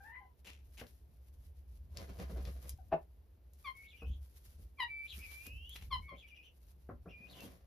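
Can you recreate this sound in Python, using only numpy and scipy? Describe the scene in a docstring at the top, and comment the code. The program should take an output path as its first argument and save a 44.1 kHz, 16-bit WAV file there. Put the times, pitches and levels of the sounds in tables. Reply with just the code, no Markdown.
"""A young bird yelps and peeps in long wavering whistles, made from trembling tones with a few overtones.
A second one pipes faintly; a hen whines and clucks once, its throat rung by pulses, and another hen coos.
A guinea fowl flaps on its perch: grainy noise swells with each wingbeat.
Feet scratch, feet and wings thud and straw snaps in a small plywood coop, from noise and random clicks.
Low noise booms softly with draughts, the wings' downdraught and a bird hopping down."""
import sys
import numpy as np
from scipy import signal
from scipy.fft import rfft, irfft, next_fast_len
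from scipy.io import wavfile
from scipy.ndimage import uniform_filter1d

SR = 44100
rng = np.random.default_rng(int(sys.argv[2]) if len(sys.argv) > 2 else 0)


def master_out(mix):
    """Clip the mix to full scale and print it as 16-bit PCM to the path in sys.argv[1]."""
    frames = np.transpose(np.atleast_2d(mix))
    ceiling = np.clip(frames, -1, 1)
    pcm = np.round(ceiling * 32767).astype(np.int16)
    wavfile.write(sys.argv[1], SR, pcm)


N = 337806
TIME = np.arange(N) / SR

# All levels are relative: the mix, the coop and the microphones still change them.
# sound colour of the still coop: (frequency [Hz], level [dB])
QUIET_COLOUR = [(100, 0.5), (170, -10), (520, -14), (1200, -28), (3000, -32.5), (7000, -40), (11000, -35),
                (15500, -27.5)]
QUIET_DB = -73
# sound colour of the low booms: (frequency [Hz], level [dB])
RUMBLE_COLOUR = [(30, -19), (50, -3.5), (66, 9), (82, -5), (103, -16.5), (170, -24.5), (400, -45.5)]
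# low booms of draughts, the wings' downdraught and a bird hopping down:
# (time [s], level [dB], rise [s], decay [s])
LOW_BOOMS = [(1.9, -50, 0.62, 1), (2.41, -39, 0.15, 0.18), (2.74, -40, 0.025, 0.01),
             (4.1, -34.5, 0.038, 0.074), (4.63, -49.5, 0.082, 0.066), (5.16, -49.5, 0.046, 0.15),
             (5.53, -45, 0.02, 0.085), (5.96, -44.5, 0.17, 0.1), (6.95, -54, 0.24, 0.26)]
BREEZE_DB, BREEZE_SWING_DB = -63, 3

# birds shuffling in the straw: (time [s], level [dB], rise [s], decay [s])
STRAW_SHUFFLES = [(.04, -71.5, 0.043, 0.041), (.79, -66.5, 0.059, 0.11), (1.4, -82, 1, 1),
                  (2.3, -72, 0.44, 0.37), (2.69, -63, 0.19, 0.019), (3.62, -68, 0.059, 0.24),
                  (4.53, -71, 0.279, 0.16), (5.2, -59.5, 0.097, 0.05), (5.35, -56, 0.077, 0.071),
                  (5.77, -64.5, 0.078, 0.11), (6.6, -82, 1, 0.61), (7.42, -64, 0.074, 0.091)]
# sound colour of straw: (frequency [Hz], level [dB])
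STRAW_COLOUR = [(300, -23.5), (1500, -16), (4200, -14.5), (7000, -13), (9700, -8), (13000, -9.5),
                (15500, -11)]
STRAW_REST_DB = -105.5
# straws snapping and pecks: (time [s], peak [dB], ring [Hz], crisp treble [dB])
STRAW_SNAPS = [(0.4723, -49, 2580, -15), (0.7987, -41, 2560, -16), (0.813, -37, 1490, -16),
               (0.8678, -45.5, 4200, -10), (1.9721, -29.5, 4460, -13), (2.4525, -38.5, 3550, -15.5),
               (2.694, -26.5, 9440, -13.5), (3.535, -44.5, 7240, 5), (5.467, -29.5, 4560, 6),
               (5.694, -35, 4000, 6), (5.762, -34.5, 2110, -18), (7.406, -36.5, 5490, -3)]
# claws raking the litter: (time [s], level [dB], rise [s], decay [s])
CLAW_SCRATCHES = [(0.447, -55.5, 0.035, 0.042), (0.773, -54, 0.031, 0.0089), (5.306, -61.5, 0.017, 0.012),
                  (5.458, -57, 0.0085, 0.0059), (5.755, -52.5, 0.0042, 0.006),
                  (5.811, -58.5, 0.0074, 0.016), (7.36, -66, 0.038, 0.022)]
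# sound colour of a scratch: (frequency [Hz], level [dB])
SCRATCH_COLOUR = [(200, -4.5), (1400, -15), (2650, -2.5), (4500, -15.5), (7000, -13), (10000, -16.5),
                  (15500, -22)]

# thuds of feet on the boards and of beating wings:
# (time [s], level [dB], contact cut-off [Hz], rise [s], decay [s])
THUD_HITS = [(0.814, -53.5, 2000, 0.0011, 0.0059), (2.183, -65, 380, 0.0017, 0.0055),
             (2.197, -55, 890, 0.0023, 0.01), (2.295, -55, 1190, 0.0026, 0.018),
             (2.319, -57.5, 530, 0.0038, 0.025), (2.358, -55, 1244, 0.0035, 0.029),
             (4.018, -55.5, 1030, 0.003, 0.017), (4.592, -66, 413, 0.0018, 0.015),
             (5.17, -62, 302, 0.0034, 0.03), (5.467, -62, 450, 0.004, 0.0083),
             (6.115, -57, 815, 0.0028, 0.022), (6.888, -49.5, 1194, 0.016, 0.0094),
             (7.054, -54.5, 1100, 0.01, 0.017), (7.202, -62, 331, .002, 0.0077),
             (7.435, -54.5, 400, .003, 0.016)]
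# sound colour of the thuds: (frequency [Hz], level [dB])
THUD_COLOUR = [(120, 2.5), (200, 2), (320, -3.5), (660, -1.5), (900, -15), (1300, -7.5), (2400, -17.5)]
# a duller bump follows each thud
BUMP_DELAY_S, BUMP_HZ, BUMP_RISE_S, BUMP_DECAY_S, BUMP_DB = 0.0083, 365, 0.0093, 0.03, -9.5

# the guinea fowl beats its wings unevenly: (time [s], level [dB])
WINGBEAT_LEVELS = [(1.976, -53.5), (2.01, -51.5), (2.103, -54.5), (2.204, -49.5), (2.303, -56),
                   (2.386, -55.5), (2.479, -54.5), (2.575, -61.5), (2.662, -57)]
# sound colour of the wing feathers: (frequency [Hz], level [dB])
WING_COLOUR = [(110, 9), (230, -0.5), (520, -1), (700, -1), (860, -13.5), (1020, -7.5), (1400, -14.5),
               (2050, -13.5), (2700, -17), (15500, -24.5)]
WING_RISE_S, WING_DECAY_S = 0.024, 0.024
# rustle that lasts through the flapping: (time [s], level [dB], length [s])
FEATHER_RUSTLE = (2.34, -70, 0.15)
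# a shake of feathers: (time [s], level [dB], length [s])
FEATHER_SHAKE = (7.395, -58.5, 0.11)

# soft falling notes from another hen: (time [s], length [s], first pitch [Hz], last pitch [Hz], level [dB])
COO_NOTES = [(.203, .06, 825, 735, -56), (2.785, .03, 800, 660, -56)]
# partials of a coo from the fundamental up: (level [dB])
COO_PARTIALS = [0, -20]
COO_FADE_DB = 18
# the hen's rising whine: (time [s], pitch [Hz], level [dB])
WHINE_CURVE = [(0, 791, -58), (.035, 790, -64.5), (.065, 908, -56), (.115, 910, -58.5), (.13, 1000, -58.5),
               (.155, 996, -50.5), (.19, 1021, -62.5), (.255, 1012, -71.5), (.32, 952, -80.5)]
# partials of the whine from the fundamental up: (level [dB])
WHINE_PARTIALS = [-0.5, -1.5, -21.5, -32]
WHINE_BEAK = 1   # dB of octave lift per dB of loudness
# clucks: (time [s], level [dB], swell [s], fade [s], pulse rate [1/s])
CLUCK_CALLS = [(2.931, -32, 0.0072, 0.0094, 163.5)]
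# resonances of the clucking throat: (frequency [Hz], width [Hz], level [dB])
THROAT_RESONANCES = [(164, 30, -10.5), (300, 81, -9), (400, 51, -1.5), (493, 90, -9.5), (659, 107, 1),
                     (790, 105, -1.5), (1054, 130, -11), (1682, 300, -23), (2595, 270, -27)]

# a second young bird: (start [s], end [s], first pitch [Hz], last pitch [Hz], level [dB])
PIPING_NOTES = [(3.81, 3.885, 2200, 2210, -61), (4.015, 4.065, 2560, 2590, -60),
                (5.372, 5.71, 2610, 3480, -65)]
PIPING_CLIMB_POWER = 1.5
# partials of both whistling birds from the fundamental up: (level [dB])
PEEP_PARTIALS = [0, -31]
# phrases that begin level: (start [s], end [s], first pitch [Hz], last pitch [Hz], level [dB])
WHISTLE_PHRASES = [(3.736, 4.159, 2200, 2910, -58), (4.77, 4.817, 2340, 2520, -55),
                   (4.874, 5.147, 2323, 2298, -49.5), (5.178, 5.777, 2276, 3330, -57.5),
                   (6.011, 6.5, 2207, 2668, -59.5), (7.072, 7.485, 2400, 2814, -58.5)]
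CLIMB_POWER, WHISTLE_EDGE_S = 2.3, 0.022   # the pitch changes ever faster
# the whistle flicks upward and falls back: (time [s], half length [s], leap [Hz], level change [dB])
WHISTLE_FLICKS = [(3.887, 0.037, 1311, -10), (3.983, 0.027, 512, -6.5), (4.08, 0.03, 400, -10.5),
                  (4.13, 0.024, 566, -7), (5.097, .031, 1333, -4.5), (5.227, 0.02, 274, 5),
                  (5.72, 0.027, 217.1, 3), (6.188, 0.036, 1130, -7), (6.284, 0.023, 600, -5.5),
                  (6.36, 0.016, 448, -3.5), (6.454, .028, 481, -5), (7.106, 0.018, 400, -2),
                  (7.308, 0.031, 1600, -7.5), (7.372, 0.021, 602, -2), (7.46, 0.034, 480, -6.5)]
FLICK_SQUARENESS = 3.375   # shape of the arch
FLICK_FALL_DB_PER_HZ = 0.0025   # per Hz of leap: weaker on the way up, stronger on the way down
FLICK_BREAK_DB = 7   # dip halfway up a big leap
FLICK_OVERTONE_DB = 15   # forcing the tone lifts its overtone
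FLICK_FLUTTER_DB, FLICK_FLUTTER_PER_S = 3.5, 160   # the forced tone keeps breaking up
HOARSE_LEAP_HZ = 740   # smaller flicks stay cleaner
# share of noise around the held tone, share added at the top of a flick, and width of the noise
WHISTLE_BREATH, FLICK_BREATH, BREATH_WIDTH_HZ = 0.08, 1.8, 330

# yelps: (time [s], length [s], settled pitch [Hz], level [dB], beak lift per harmonic [dB], octave lift [dB])
YELP_CALLS = [(3.641, 0.0675, 1033, -43.5, -0.5, 1), (4.784, 0.07, 940.4, -38, 4, 1.5),
              (5.903, 0.064, 993, -38.5, 3, -9.5), (6.074, 0.072, 1029, -54.5, -2, 3)]
# partials of a yelp from the fundamental up: (level [dB])
YELP_PARTIALS = [0.5, -1, -7.5, -14, -27.5, -61]
YELP_SAG, YELP_SAG_S = 0.21, 0.01957   # starts sharp by this share and sinks with this time constant
YELP_ONSET_S, YELP_PEAK_S, YELP_SWELL_DB, YELP_FADE_DB = 0.014, 0.028, 13, 16.5
BEAK_SHUT_DB, BEAK_WIDEST_S, BEAK_OPEN_S = -1.5, 0.038, 0.0123
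# colour of air hissing through a yelp: (frequency [Hz], level [dB])
RASP_COLOUR = [(3000, 12), (7000, -29.5), (10500, 11.5), (14000, -8.5)]
RASP_DB = -27

# reflections from nearby walls: (delay [s], strength [dB])
WALL_SLAPS = [(.0105, 7.5), (.0165, -8.5), (.0255, -8.5), (.038, -11.5)]
COOP_T60_S = 0.15   # time for the tail to sink by 60 dB
# phase lead of the left microphone port, a lag where negative: (frequency [Hz], phase [rad])
PORT_LEAD = [(0, 0), (5000, .5), (6000, -1), (7200, -2), (8300, -3.14), (11400, -6.1), (12400, -6.4),
             (15400, -9.4)]
CUTOFF_HZ = 15600


def from_db(db):
    """Decibels become a plain strength factor."""
    return 10 ** (np.asarray(db) / 20)


def rms_one(x):
    """Scale a sound to an average strength of 1."""
    return x / np.sqrt(np.mean(x ** 2) + 1e-20)


def in_time(rows):
    """Each column of a curve at every sample."""
    s, *columns = np.transpose(rows)
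    return [np.interp(TIME, s, c) for c in columns]


def butter(x, hz, kind, order=2):
    """Keep only the low, high or band part of a sound."""
    sos = signal.butter(order, np.clip(hz, 10, 0.45 * SR), kind, fs=SR, output="sos")
    return signal.sosfilt(sos, x + 1e-18)


def drift(rate):
    """Random wandering: chance values of spread 1, rate per second, joined by straight lines."""
    knots = rng.standard_normal(int(N / SR * rate) + 2)
    return np.interp(TIME * rate, np.arange(len(knots)), knots)


def colour(x, spectrum):
    """Give x a spectrum, falling steeply beyond its ends; average strength 1."""
    hz, db = np.transpose(spectrum)
    size = next_fast_len(N)
    f = np.maximum(np.fft.rfftfreq(size, 1 / SR), 1)
    ends = np.minimum(1, np.minimum(f / hz[0], hz[-1] / f)) ** 3
    gain = from_db(np.interp(np.log(f), np.log(hz), db)) * ends
    return rms_one(irfft(rfft(x, size) * gain, size)[..., :N])


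def spread(mid, side, side_db):
    """Left and right from a shared and an opposed part."""
    return rms_one(mid + from_db(side_db) * side * np.array([[1], [-1]]))


def noise(spectrum, side_db):
    """Steady stereo noise of the given colour."""
    return spread(*colour(rng.standard_normal((2, N)), spectrum), side_db)


def crackle(per_s, size_db):
    """Clicks at random moments, most of them faint and a few hard."""
    sizes = from_db(size_db * np.minimum(rng.exponential(1, (2, N)), 4.5))
    signs = rng.choice([-1, 1], (2, N))
    return sizes * signs * (rng.random((2, N)) < per_s / SR)


def swells(rows):
    """Level of overlapping movements, each rising to its peak and dying away; their powers add."""
    power = 0
    for s, db, rise, decay in rows:
        distance = np.maximum((s - TIME) / rise, (TIME - s) / decay)
        power = power + from_db(2 * db) * np.exp(-2 * distance)
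    return np.sqrt(power)


def ring(x, hz, width):
    """A two-pole resonance of gain about 1 at its top."""
    r, w = np.exp(-np.pi * width / SR), 2 * np.pi * hz / SR
    return signal.lfilter([(1 - r * r) * np.sin(w)], [1, -2 * r * np.cos(w), r * r], x + 1e-18)


def syrinx(hz, db, partials, jitter, shimmer_db, strain, beak_db=0, octave_db=0):
    """A voice whose tone trembles more the higher it is forced; beak and throat lift its overtones."""
    tremble, flutter = drift(420)[:len(hz)], drift(148.9)[:len(hz)]
    rough = jitter + strain * (hz / hz.min() - 1) ** 2
    phase = 2 * np.pi * np.cumsum(hz * (1 + np.minimum(rough, 0.035) * tremble)) / SR
    k = np.arange(len(partials))[:, None]   # 0 is the fundamental, 1 the octave
    lift_db = np.minimum(k, 3) * beak_db + (k == 1) * octave_db
    weights = from_db(np.array(partials)[:, None] + lift_db)
    tone = (weights * np.sin((k + 1) * phase)).sum(0) / np.sqrt((weights ** 2).sum(0) / 2)
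    return tone * from_db(db + shimmer_db * flutter) * signal.windows.tukey(len(hz), 0.06)


def hoarse(x, share, width_hz):
    """Uneven vibration smears each partial into a band: slow noise shakes the level."""
    shake = rms_one(butter(rng.standard_normal(N), width_hz, "low"))
    return x * (1 + share * shake) / np.hypot(1, share)


def coop(x, wet_db, pan_db=0):
    """Direct sound, slaps off the nearest plywood walls, then a dense tail partly alike on both sides."""
    t = TIME[:SR // 2]
    tail = butter(rng.standard_normal((2, len(t))), 6700, "low")
    tail = tail * from_db(-60 * t / COOP_T60_S) * (t > 0.012)
    response = 0.59 * spread(*tail, side_db=-6.5) / np.sqrt(len(t))
    for k, (delay, db) in enumerate(WALL_SLAPS):
        lag = 9 * (-1) ** k   # samples by which the right side comes later or earlier
        at = int(delay * SR)
        response[[0, 1], [at, at + lag]] += 0.26 * from_db(db)
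    response *= from_db(wet_db)
    response[:, 0] += 1   # the direct sound
    sides = from_db([[pan_db / 2], [-pan_db / 2]])   # a positive pan leans left
    return signal.fftconvolve(np.atleast_2d(x), response, axes=1)[:, :N] * sides


def still_air():
    """Faint steady noise fills the quiet coop."""
    return from_db(QUIET_DB) * noise(QUIET_COLOUR, side_db=-8.5)


def low_booms():
    """Low noise wavers in the draught and swells with each boom of the table."""
    breeze = from_db(BREEZE_DB + BREEZE_SWING_DB * drift(5.7))
    level = np.hypot(swells(LOW_BOOMS), breeze)
    rumble = noise(RUMBLE_COLOUR, side_db=-25.5)
    # even out the noise, so that mainly the level above sets the slow swell
    strength = np.sqrt(uniform_filter1d(rumble[0] ** 2, size=5000) + 0.0067)
    return level * rumble / strength


def straw(level_db=3, clump_db=4.5):
    """Shifting feet and bodies keep the straw crackling in clumps, with a lone louder stalk now and then."""
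    stir = np.hypot(swells(STRAW_SHUFFLES), from_db(STRAW_REST_DB))
    stalks = crackle(per_s=9000, size_db=4.0) + 3 * crackle(per_s=39, size_db=4.0)
    clumps = from_db(level_db + clump_db * drift(35))
    return stir * clumps * spread(*colour(stalks, STRAW_COLOUR), side_db=-4.5)


def scratches():
    """A claw drags through the litter, presses harder and lets go, making dense clicks."""
    force = np.zeros(N)
    for s, db, rise, decay in CLAW_SCRATCHES:
        press = np.interp(TIME, [s - 0.002, s, s + rise], [0, 0.4, 1])
        release = np.exp(-np.maximum(TIME - s - rise, 0) / decay)
        force += from_db(db) * press * release
    grains = colour(crackle(per_s=3400, size_db=4.5), SCRATCH_COLOUR)
    return force * spread(*grains, side_db=-9.5)


def snaps(crack_db=20, decay_s=0.0042, splinter_db=-16, splinter_s=0.021):
    """A dry stalk breaks: one sharp crack, a short buzz and a faint splintering tail of noise."""
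    out, t = np.zeros(N + SR), TIME[:SR // 20]
    for s, db, hz, crisp_db in STRAW_SNAPS:
        fade = np.exp(-t / decay_s) + from_db(splinter_db) * np.exp(-t / splinter_s)
        burst = rng.standard_normal(len(t)) * fade
        burst[0] = from_db(crack_db)
        body = butter(burst, [hz / np.sqrt(2), hz * np.sqrt(2)], "band", order=1)
        tick = body + from_db(crisp_db) * butter(burst, 7200, "high")
        start = int(s * SR)
        out[start:start + len(t)] += from_db(db) * tick / np.abs(tick).max()
    return out[:N]


def thuds():
    """A foot or a beating wing gives a short low knock of noise, followed by a duller bump."""
    out = np.zeros(N)
    knock_noise, bump_noise = colour(rng.standard_normal((2, N)), THUD_COLOUR)
    t = TIME[:SR // 5]
    late = np.maximum(t - BUMP_DELAY_S, 0)
    bump_shape = (1 - np.exp(-late / BUMP_RISE_S)) * np.exp(-late / BUMP_DECAY_S)
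    for s, db, contact_hz, rise, decay in THUD_HITS:
        at = slice(int(s * SR), int(s * SR) + len(t))
        hit = (1 - np.exp(-t / rise)) * np.exp(-t / decay)
        knock = butter(knock_noise[at] * hit, contact_hz, "low", order=3)
        bump = butter(bump_noise[at] * bump_shape, BUMP_HZ, "low", order=3)
        knock = knock / knock[:SR // 30].std()
        bump = from_db(BUMP_DB) * bump / bump[:SR // 20].std()
        out[at] += from_db(db) * (knock + bump)
    return out


def wings(flutter_db=2.5):
    """Every stroke pushes air through the feathers, whose vanes flick over one another in coarse grains."""
    rustle = np.zeros(N)
    for s, db, length in [FEATHER_RUSTLE, FEATHER_SHAKE]:
        rustle += from_db(db) * np.exp(-0.5 * ((TIME - s) / length) ** 2)
    strokes = swells([(s, db, WING_RISE_S, WING_DECAY_S) for s, db in WINGBEAT_LEVELS])
    vanes = colour(crackle(per_s=2200, size_db=3.5), WING_COLOUR)
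    flutter = from_db(flutter_db * drift(110))
    return (strokes + rustle) * flutter * spread(*vanes, side_db=-11.5)


def coos():
    """Soft, nearly pure notes that sink and fade."""
    out = np.zeros(N)
    for s, length, first_hz, last_hz, db in COO_NOTES:
        on = (TIME >= s) & (TIME < s + length)
        along = (TIME[on] - s) / length
        pitch = first_hz + (last_hz - first_hz) * along
        level = db - COO_FADE_DB * along
        note = syrinx(pitch, level, COO_PARTIALS, jitter=0.015, shimmer_db=1.0, strain=0)
        out[on] += np.minimum(1, 5 * along) * note
    return out


def whine():
    """A complaint that rises in steps and trails off, brightest and hoarsest where it is loudest."""
    out, on = np.zeros(N), TIME <= WHINE_CURVE[-1][0]
    pitch, level = in_time(WHINE_CURVE)
    hz, db = pitch[on], level[on]
    bright_db = WHINE_BEAK * (db - db.mean())
    out[on] = syrinx(hz, db, WHINE_PARTIALS, jitter=0.022, shimmer_db=2.5, strain=0.02, octave_db=bright_db)
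    return hoarse(out, share=0.272 * from_db(level - db.max()), width_hz=320)


def clucks():
    """A handful of slow, raspy pulses rings the throat."""
    out = np.zeros(N)
    for s, db, swell, fade, per_s in CLUCK_CALLS:
        cycle = np.floor((TIME - s) * per_s)
        rasp = rng.standard_normal(N) * np.sqrt(per_s / SR)
        pulses = np.diff(cycle, prepend=cycle[0]) + rasp
        pulses = pulses * np.exp(-0.5 * ((TIME - s) / np.where(TIME < s, swell, fade)) ** 2)
        call = np.zeros(N)
        for k, (hz, width, level) in enumerate(THROAT_RESONANCES):
            call += (-1) ** k * from_db(level) * ring(pulses, hz, width)
        out += from_db(db) * call / np.sqrt((call ** 2).sum() / (SR // 30))
    return out


def pipings():
    """Plain thin whistles that overlap the first bird's song."""
    out = np.zeros(N)
    for start, end, first_hz, last_hz, db in PIPING_NOTES:
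        on = (TIME >= start) & (TIME < end)
        along = (TIME[on] - start) / (end - start)
        pitch = first_hz + (last_hz - first_hz) * along ** PIPING_CLIMB_POWER
        note = syrinx(pitch, db, PEEP_PARTIALS, jitter=0.011, shimmer_db=1.5, strain=0.06)
        out[on] += signal.windows.tukey(len(along), 0.3) * note
    return out


def whistles():
    """A thin tone glides ever faster and breaks into upward flicks, hoarse and ragged at their tops."""
    leap, change_db, overtone_db, forced, out = np.zeros((5, N))
    for s, half, hz, db in WHISTLE_FLICKS:
        near = np.abs(TIME - s) < 4 * half
        along = (TIME[near] - s) / half   # negative on the way up
        arch = np.exp(-np.abs(along) ** FLICK_SQUARENESS)
        effort = np.tanh(hz / HOARSE_LEAP_HZ)
        leap[near] += hz * arch
        change_db[near] += (db + FLICK_FALL_DB_PER_HZ * hz * along) * np.sqrt(arch)
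        change_db[near] -= FLICK_BREAK_DB * 4 * arch * (1 - arch) * effort * (along < 0)
        overtone_db[near] += FLICK_OVERTONE_DB * np.sqrt(arch)
        forced[near] += arch * effort
    change_db += FLICK_FLUTTER_DB * forced * drift(FLICK_FLUTTER_PER_S)
    for start, end, first_hz, last_hz, db in WHISTLE_PHRASES:
        on = (TIME >= start) & (TIME < end)
        t = TIME[on]
        climb = ((t - start) / (end - start)) ** CLIMB_POWER
        pitch = first_hz + (last_hz - first_hz) * climb + leap[on]
        edges = np.minimum(1, np.minimum(t - start, end - t) / WHISTLE_EDGE_S)
        out[on] += edges * syrinx(pitch, db + change_db[on], PEEP_PARTIALS, jitter=0.011,
                                  shimmer_db=0.55, strain=0.05, octave_db=overtone_db[on])
    breathy = hoarse(out, WHISTLE_BREATH + FLICK_BREATH * forced, BREATH_WIDTH_HZ)
    return butter(breathy, 7600, "low", order=6)


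def yelps():
    """A short note swells and fades while its pitch sags and the beak opens and shuts."""
    out = np.zeros(N)
    for s, length, hz, db, open_db, octave_db in YELP_CALLS:
        on = (TIME >= s) & (TIME < s + length)
        t = TIME[on] - s
        pitch = hz * (1 + YELP_SAG * np.exp(-t / YELP_SAG_S))
        swell = YELP_SWELL_DB * np.abs(1 - t / YELP_PEAK_S) ** 1.75
        fade = YELP_FADE_DB * ((t - YELP_PEAK_S) / (length - YELP_PEAK_S)) ** 2
        level = db - np.where(t < YELP_PEAK_S, swell, fade)
        opening = np.exp(-0.5 * ((t - BEAK_WIDEST_S) / BEAK_OPEN_S) ** 2)
        beak = BEAK_SHUT_DB + (open_db - BEAK_SHUT_DB) * opening
        note = syrinx(pitch, level, YELP_PARTIALS, jitter=0.014, shimmer_db=3.5, strain=0.35,
                      beak_db=beak, octave_db=octave_db)
        out[on] += np.minimum(1, t / YELP_ONSET_S) * note
    hiss = from_db(RASP_DB) * np.abs(out) * colour(rng.standard_normal(N), RASP_COLOUR)
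    return hoarse(out, share=0.077, width_hz=840) + hiss


def scene():
    """Place the birds and their noises in the coop and add the straw, the booms and the still air."""
    litter = coop(scratches() + snaps(), wet_db=-8.0, pan_db=2.0)
    thumps = coop(thuds(), wet_db=-5.0, pan_db=1.24)
    flaps = from_db(-2.0) * coop(wings(), wet_db=-4.0, pan_db=0.5)
    hens = coop(whine() + coos(), wet_db=-4.5, pan_db=3)
    cluck = coop(clucks(), wet_db=-8, pan_db=1.5)
    peeps = from_db(-3.0) * coop(whistles() + pipings(), wet_db=-3.5, pan_db=0.5)
    yelp = coop(yelps(), wet_db=-6.5, pan_db=1.0)
    return still_air() + low_booms() + straw() + litter + thumps + flaps + hens + cluck + peeps + yelp


def record(dry):
    """Two close ports differ most in the middle range and in phase; left is brighter, the top is cut."""
    size = next_fast_len(N)
    hz = np.fft.rfftfreq(size, 1 / SR)
    left, right = rfft(dry, size)
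    width = np.interp(hz, [100, 900, 5500, 8000], [1.2, 2.12, 1.4, 0.077])
    mid, side = (left + right) / 2, (left - right) / 2 * width
    presence_db = 3 * np.exp(-0.5 * ((hz - 4700) / 1000) ** 2)
    twist = np.exp(1j * np.interp(hz, *np.transpose(PORT_LEAD)))
    left_port = (mid + side) * twist * from_db(presence_db)
    right_port = (mid - side) * from_db(-presence_db)
    ports = irfft([left_port, right_port], size)[:, :N]
    return signal.sosfilt(signal.ellip(10, 0.1, 70, CUTOFF_HZ, fs=SR, output="sos"), ports)


dry = scene()
out = record(dry)
master_out(out)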